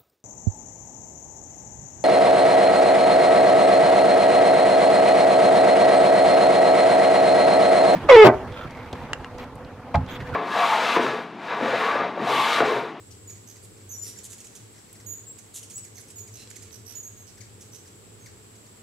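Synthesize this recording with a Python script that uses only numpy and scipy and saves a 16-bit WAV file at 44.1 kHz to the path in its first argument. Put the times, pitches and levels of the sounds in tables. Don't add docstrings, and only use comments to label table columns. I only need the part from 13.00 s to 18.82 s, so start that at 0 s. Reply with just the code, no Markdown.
import sys
import numpy as np
from scipy import signal
from scipy.fft import rfft, irfft
from scipy.io import wavfile
from scipy.ndimage import map_coordinates

SR = 44100
rng = np.random.default_rng(int(sys.argv[2]) if len(sys.argv) > 2 else 0)


def to_wav(s):
    ch = np.atleast_2d(s).T
    pcm = np.round(np.clip(ch, -1, 1) * 32767)
    wavfile.write(sys.argv[1], SR, pcm.astype(np.int16))


N = 256662
T = np.arange(N) / SR
TOP_HZ = 15700
BEAK_HZ = 12100

# start pitch in Hz, brightest frequency in Hz, level of the added fundamental in dB.
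CHIP_TONES = [(2514, 5370, -7), (2800, 7090, -23)]


def undb(db):
    return 10 ** (np.asarray(db) / 20)


def level(x, db):
    return x * undb(db) / np.sqrt(np.mean(x ** 2))


def walk(rate, size=N):
    points = rng.standard_normal(4096)
    return map_coordinates(points, [np.arange(size) / SR * rate], order=3, mode="wrap")


def colour(x, points):
    hz, db = np.transpose(points)
    bins = np.maximum(np.fft.rfftfreq(N, 1 / SR), 1)
    gain = undb(np.interp(np.log(bins), np.log(hz), db))
    return irfft(rfft(x) * gain, N)


def diffuse(alike_hz):
    mid, side = rfft(rng.standard_normal((2, N)))
    alike = np.sinc(np.fft.rfftfreq(N, 1 / SR) / alike_hz / 2) * .9
    mid = mid * np.sqrt(1 + alike)
    side = side * np.sqrt(1 - alike)
    return irfft(np.array([mid + side, mid - side]), N)


def air(size, low_hz=2300, high_hz=11000):
    band = signal.butter(2, [low_hz, high_hz], "band", fs=SR, output="sos")
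    return level(signal.sosfilt(band, rng.standard_normal(size)), 0)


def add(out, s, x, pan_db):
    for channel, side in enumerate((.5, -.5)):
        i = max(int(s * SR - side * pan_db / 6), 0)
        out[channel, i:i + len(x)] += undb(side * pan_db) * x[:N - i]


def progress(length):
    return np.linspace(0, 1, int(length * SR))


def swell(u, rise, fall):
    ramp = np.minimum(u / rise, (1 - u) / fall)
    return np.sin(np.pi / 2 * np.clip(ramp, 0, 1)) ** 2


def syrinx(hz, bright_hz, octaves, skirt_db, beak_db=-30, cut_hz=13300):
    k = np.arange(1, 10)[:, None]
    throat = np.exp(-.5 * (np.log2(k * hz / bright_hz) / octaves) ** 2)
    skirt = undb(skirt_db) / (1 + bright_hz / (k * hz))
    beak = undb(beak_db) * np.exp(-(10 * np.log(k * hz / BEAK_HZ)) ** 2)
    top_cut = (k * hz < SR / 2) / (1 + (k * hz / cut_hz) ** 16)
    gain = (throat + skirt + beak) * top_cut
    return np.sum(gain * np.sin(k * 2 * np.pi * np.cumsum(hz) / SR), axis=0)


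def wing(stroke_hz):
    # multiple of the wingbeat, typical level in dB against the other rows.
    wing_orders = [(1, -28), (2, 1.5), (4, -13.5), (6, -24)]
    beat = np.pi * np.cumsum(stroke_hz) / SR
    tone = 0
    for k, db in wing_orders:
        strength = undb(db + 2.0 * walk(9.8))
        tone = tone + strength * np.sin(k * beat + 0.28 * k * walk(9))
    puffs = 1 + 0.73 * np.cos(2 * beat)
    return level(tone, 0), puffs


def wings(near_db=-6.5, flock_db=-6.5, swish_db=-58.5, lag_s=0.0011, count=4):
    # time in seconds, level in dB before the shares of the near bird and the flock.
    hum_levels = [(0.0, -49), (0.36, -44), (0.49, -54), (0.73, -43.5), (0.92, -51), (1.09, -46),
                  (1.52, -52.5), (1.64, -46), (1.81, -58), (2.1, -46.5), (2.55, -54), (2.78, -48.5),
                  (3.84, -46.5), (4.33, -53), (4.4, -49), (4.8, -49), (5.15, -47), (5.81, -53.5)]
    # frequency in Hz, strength of the swish there in dB.
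    swish_colour = [(68, -20), (95, 12.5), (150, -7), (440, 9), (670, -17.5), (1200, -35)]
    hum_db = np.interp(T, *np.transpose(hum_levels))
    near, puffs = wing(104 * (1 + 0.041 * walk(14)))
    flock = 0
    for rate_hz in np.linspace(94, 116, count):
        tone, _ = wing(rate_hz * (1 + 0.04127 * walk(10)))
        side = np.outer([.5, -.5], walk(1.73))
        shifted = np.interp(T + lag_s * side, T, tone)
        flock = flock + shifted * undb(2 * walk(6.5) + side)
    hum = (level(near, near_db) + level(flock, flock_db)) * undb(hum_db)
    swish = colour(diffuse(alike_hz=656) * puffs, swish_colour) * undb(0.74 * hum_db)
    return hum + level(swish, swish_db)


def garden(hush_db=-53.0, insect_db=-56):
    # frequency in Hz, strength in dB.
    hush_colour = [(60, 9.5), (200, 12), (1300, -0.5), (5500, -5), (9500, -6.5), (15800, -14)]
    # frequency in Hz, strength in dB.
    insect_colour = [(5000, -66), (7000, -14), (7700, -3.5), (8050, -7.5), (8700, -22.5), (10000, -87)]
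    hush = colour(diffuse(alike_hz=253), hush_colour) * undb(.5 * walk(1.0))
    insects = colour(diffuse(alike_hz=313), insect_colour) * undb(.5 * walk(1.98) + walk(90))
    return level(hush, hush_db) + level(insects, insect_db)


def chip(start_hz, bright_hz, root_db, beak_db, length=0.03, drop=0.66):
    u = progress(length)
    dive = np.exp(-drop * u * (1 + .1 * rng.standard_normal()))
    hz = start_hz * dive * (1 + .024 * walk(2400, len(u)))
    voice = level(syrinx(hz, bright_hz, octaves=0.27, skirt_db=-8.0, beak_db=beak_db), 0)
    root = level(np.sin(2 * np.pi * np.cumsum(hz) / SR), root_db)
    flutter = undb(2 * walk(500, len(u)))
    return (voice + root + .28 * air(len(u))) * swell(u, .14, .75) * flutter


def add_far_chips(out, far_db=-60, far_until_s=3.7, count=14):
    start_hz, bright_hz, root_db = CHIP_TONES[0]
    for when, pitch, side, distance in rng.uniform(-1, 1, size=(count, 4)):
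        far = chip(start_hz * (1 + pitch / 10), bright_hz, root_db, beak_db=-np.inf)
        far = level(far, far_db) / (1 + abs(distance))
        add(out, (when + 1) / 2 * far_until_s, far, 2 * side)


def rasp(length, bright_hz, pitch_share=.53, flutter_hz=220, depth=0.162, sag=.33):
    u = progress(length)
    flutter = np.sin(2 * np.pi * (u * length * flutter_hz + .25 * walk(130, len(u))))
    hoarse = (.04 + .06 * u) * walk(2200, len(u))
    hz = pitch_share * bright_hz * np.exp(depth * flutter - sag * u + hoarse)
    voice = level(syrinx(hz, bright_hz, octaves=0.38, skirt_db=-3), 0)
    breath = .6 * u * air(len(u), 2300)
    pulses = undb(3 * flutter + 2.5 * walk(400, len(u)))
    return (voice + breath) * pulses * swell(u, .25, .55)


def add_rasps(out):
    # start in seconds, length in seconds, level in dB midway between the sides,
    # brightest frequency in Hz, left minus right in dB.
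    rasp_rows = [ (0.102, 0.046, -56, 5450, 10), (0.62, 0.052, -54, 8370, -4),
                 (1.052, 0.063, -47.5, 8460, -5), (1.229, 0.058, -45, 7430, 0),
                 (1.292, 0.065, -48.5, 7220, -7), (1.547, 0.038, -48, 6600, -5.5),
                 (2.533, 0.076, -41.5, 7210, -2), (2.999, 0.03, -51, 8700, -2),
                 (4.263, 0.057, -57.5, 5350, -12.5), (4.601, 0.042, -51, 6360, -4),
                 (4.74, 0.041, -53, 6350, -7)]
    for s, length, db, bright_hz, pan_db in rasp_rows:
        add(out, s, level(rasp(length, bright_hz), db), pan_db)


def whistle(length, start_hz, middle_hz, end_hz, octave_db, waver=0.0077):
    u = progress(length)
    arc = np.polyfit([0, .5, 1], [start_hz, middle_hz, end_hz], 2)
    hz = np.polyval(arc, u) * (1 + waver * walk(350, len(u)))
    phase = 2 * np.pi * np.cumsum(hz) / SR
    tone = np.sin(phase) + undb(octave_db) * np.sin(2 * phase)
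    return tone * swell(u, .07, .45) * undb(1.5 * walk(200, len(u)))


def add_whistles(out, straight_s=0.0601, arch_hz_per_s=2040):
    # start in seconds, length in seconds, start pitch in Hz, end pitch in Hz,
    # level in dB midway between the sides, left minus right in dB.
    whistle_rows = [ (.272, 0.077, 7030, 6500, -47, -3.5), (0.889, 0.1, 6400, 5380, -45, -8.5),
                    (0.906, 0.066, 6630, 7000, -45.5, 3), (0.975, 0.036, 7130, 7260, -43.5, 9),
                    (1.013, 0.049, 7120, 7300, -39, 7.5), (2.060, 0.11, 6665, 6660, -41, -8),
                    (2.141, 0.08, 6780, 6850, -48.5, 3), (2.266, 0.073, 7540, 7690, -45, 2),
                    (2.732, 0.062, 6750, 6940, -48.5, -6), (2.755, 0.052, 7690, 8170, -39.5, 3.5),
                    (3.155, .1, 7000, 6490, -46, -7), (3.949, 0.074, 6885, 6760, -41.5, -5.5),
                    (4.03, 0.083, 6360, 6860, -45.5, -4.5), (4.165, 0.085, 6650, 6300, -53.5, -6),
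                    (5.204, 0.06, 6560, 6200, -60, -2)]
    for s, length, start_hz, end_hz, db, pan_db in whistle_rows:
        middle_hz = (start_hz + end_hz) / 2 + arch_hz_per_s * (length - straight_s)
        octave_db = -14.5 - 1.18 * pan_db
        call = whistle(length, start_hz, middle_hz, end_hz, octave_db)
        add(out, s, level(call, db), pan_db)


def add_chips(out):
    # start in seconds, start pitch in Hz, level in dB midway between the sides,
    # left minus right in dB.
    chip_rows = [ (0.293, 2670, -51.5, -7), (0.557, 2560, -56, -2), (1.06, 2350, -58, 4),
                 (1.158, 2230, -57, 9.5), (1.326, 2800, -48, 1), (1.38, 2740, -52.5, -5),
                 (1.4, 3740, -49, -3), (1.441, 2800, -49.5, -5), (1.464, 3800, -52, -5),
                 (1.777, 2286, -57.5, 1), (1.951, 2306, -59, 6), (1.997, 2340, -57.5, 1),
                 (2.38, 2770, -50, -8), (2.627, 3530, -47, -2), (2.697, 3110, -46, -4),
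                 (2.712, 3850, -51.5, -6), (2.777, 3120, -47.5, -4), (2.84, 2965, -50.5, -10),
                 (2.974, 2407, -52, -7.5), (3.079, 3430, -54.5, 0.5), (3.1, 3010, -50, -7),
                 (3.18, 2800, -50.5, -8), (3.273, 2680, -52, 0), (3.498, 2794, -48.5, -8.5),
                 (3.556, 2730, -46.5, -7), (3.62, 2710, -50, -8), (4.371, 2336, -56.5, 1),
                 (4.405, 2596, -51, 10.5), (4.435, 2600, -67, -8), (4.848, 2260, -62, 3),
                 (4.87, 2640, -57, -3), (5.257, 2510, -51, 2), (5.55, 2620, -60.5, -6),
                 (5.66, 2640, -60, -2)]
    tone_start_hz, tone_bright_hz, tone_root_db = np.transpose(CHIP_TONES)
    for s, start_hz, db, pan_db in chip_rows:
        bright_hz = np.interp(start_hz, tone_start_hz, tone_bright_hz)
        root_db = np.interp(start_hz, tone_start_hz, tone_root_db)
        call = chip(start_hz, bright_hz, root_db, beak_db=-28 - 1.6 * pan_db)
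        add(out, s, level(call, db), pan_db)


def trill(length, start_hz, end_hz, hook_hz, throat_hz=6900, dip=0.38, droop=.2):
    u = progress(length)
    cycle = (u * length * hook_hz + .05 * walk(40, len(u))) % 1
    hook = 1 - dip * np.exp(-cycle / .17) - droop * cycle ** 4
    hoarse = 1 + (.008 + .05 * u) * walk(2600, len(u))
    hz = (start_hz + (end_hz - start_hz) * u) * hook * hoarse
    push = np.sin(np.pi * np.sqrt(cycle))
    voice = level(syrinx(hz, throat_hz, octaves=0.52, skirt_db=-17, beak_db=-8) * push, 0)
    return (voice + u * push * air(len(u))) * swell(u, .2, .5)


def add_trills(out, sag_hz_per_s=1780):
    # start in seconds, length in seconds, rough top pitch at the start in Hz, hooks a second,
    # level in dB midway between the sides, left minus right in dB.
    trill_rows = [ (.461, 0.085, 6890, 80, -53, -8.5), (1.01, 0.13, 6320, 92, -46.5, -5),
                  (1.172, 0.038, 7600, 72, -46.5, -7), (2.942, 0.079, 6820, 77, -52.5, -8),
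                  (3.323, 0.068, 6710, 64, -51.5, -9), (3.713, 0.068, 6470, 70, -52.5, -13.5),
                  (3.849, 0.11, 6330, 70, -51.5, -14), (4.716, 0.069, 6430, 68, -53, -8.5)]
    for s, length, start_hz, hook_hz, db, pan_db in trill_rows:
        end_hz = start_hz - sag_hz_per_s * length
        add(out, s, level(trill(length, start_hz, end_hz, hook_hz), db), pan_db)


def scuffle(length, stroke_hz=95):
    u = progress(length)
    cycle = (u * length * stroke_hz + walk(27, len(u)) / 2) % 1
    strokes = (.3 + np.exp(-cycle / .25)) * undb(4 * walk(46, len(u)))
    return air(len(u), 1380, 5600) * strokes * swell(u, 0.11, 0.28)


def add_scuffles(out):
    # start in seconds, length in seconds, level in dB midway between the sides.
    scuffle_rows = [(0.996, 0.76, -68.5), (3.381, 0.36, -63.5), (3.886, 0.12, -62)]
    for s, length, db in scuffle_rows:
        add(out, s, level(scuffle(length), db), -2)


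def tick(low_hz, length=0.0062):
    u = progress(length)
    return air(len(u), low_hz, min(4 * low_hz, TOP_HZ)) * (1 - u) ** 2


def add_ticks(out):
    # start in seconds, level in dB midway between the sides, lower edge of the hiss in Hz.
    tick_rows = [(1.929, -45.5, 7860), (3.474, -51, 1800), (3.512, -48.5, 1500), (3.708, -54, 1100)]
    for s, db, low_hz in tick_rows:
        add(out, s, level(tick(low_hz), db), -2)


def buzz(length, pitch_hz, pulse_hz=140):
    u = progress(length)
    hz = pitch_hz * (1 + .065 * walk(1500, len(u)))
    pulses = 1 + .6 * np.sin(2 * np.pi * (u * length * pulse_hz + .2 * walk(60, len(u))))
    voice = level(syrinx(hz, 4700, octaves=0.75, skirt_db=-20), 0)
    return (voice + u * air(len(u)) / 2) * pulses * swell(u, .25, .2)


def add_buzzes(out):
    # start in seconds, length in seconds, average pitch in Hz,
    # level in dB midway between the sides, left minus right in dB.
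    buzz_rows = [(3.35, 0.098, 1358, -52.5, -5)]
    for s, length, pitch_hz, db, pan_db in buzz_rows:
        add(out, s, level(buzz(length, pitch_hz), db), pan_db)


def calls():
    out = np.zeros((2, N))
    add_far_chips(out)
    add_rasps(out)
    add_whistles(out)
    add_chips(out)
    add_trills(out)
    add_scuffles(out)
    add_ticks(out)
    add_buzzes(out)
    return out


def yard(x, wall_s=0.056, wall_db=-19, scatter_db=-6.5, dull_hz=11000):
    t = T[:SR // 2]
    fade = undb(-60 * t / .4)
    build_up = 1 - np.exp(-t / 0.0057)
    tails = rng.standard_normal((2, len(t))) * fade * build_up
    tails = signal.sosfilt(signal.butter(2, dull_hz, fs=SR, output="sos"), tails)
    tails *= undb(scatter_db) / np.sqrt(np.sum(tails ** 2, axis=1, keepdims=True))
    tails[:, int(wall_s * SR)] += undb(wall_db)
    return x + signal.fftconvolve(x, tails, axes=1)[:, :N]


def scene():
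    return wings() + garden() + yard(calls())


def record(dry, rumble_hz=44):
    dry = signal.sosfilt(signal.butter(3, rumble_hz, "high", fs=SR, output="sos"), dry)
    return signal.sosfilt(signal.ellip(10, .2, 80, TOP_HZ, fs=SR, output="sos"), dry)


dry = scene()
out = record(dry)
to_wav(out)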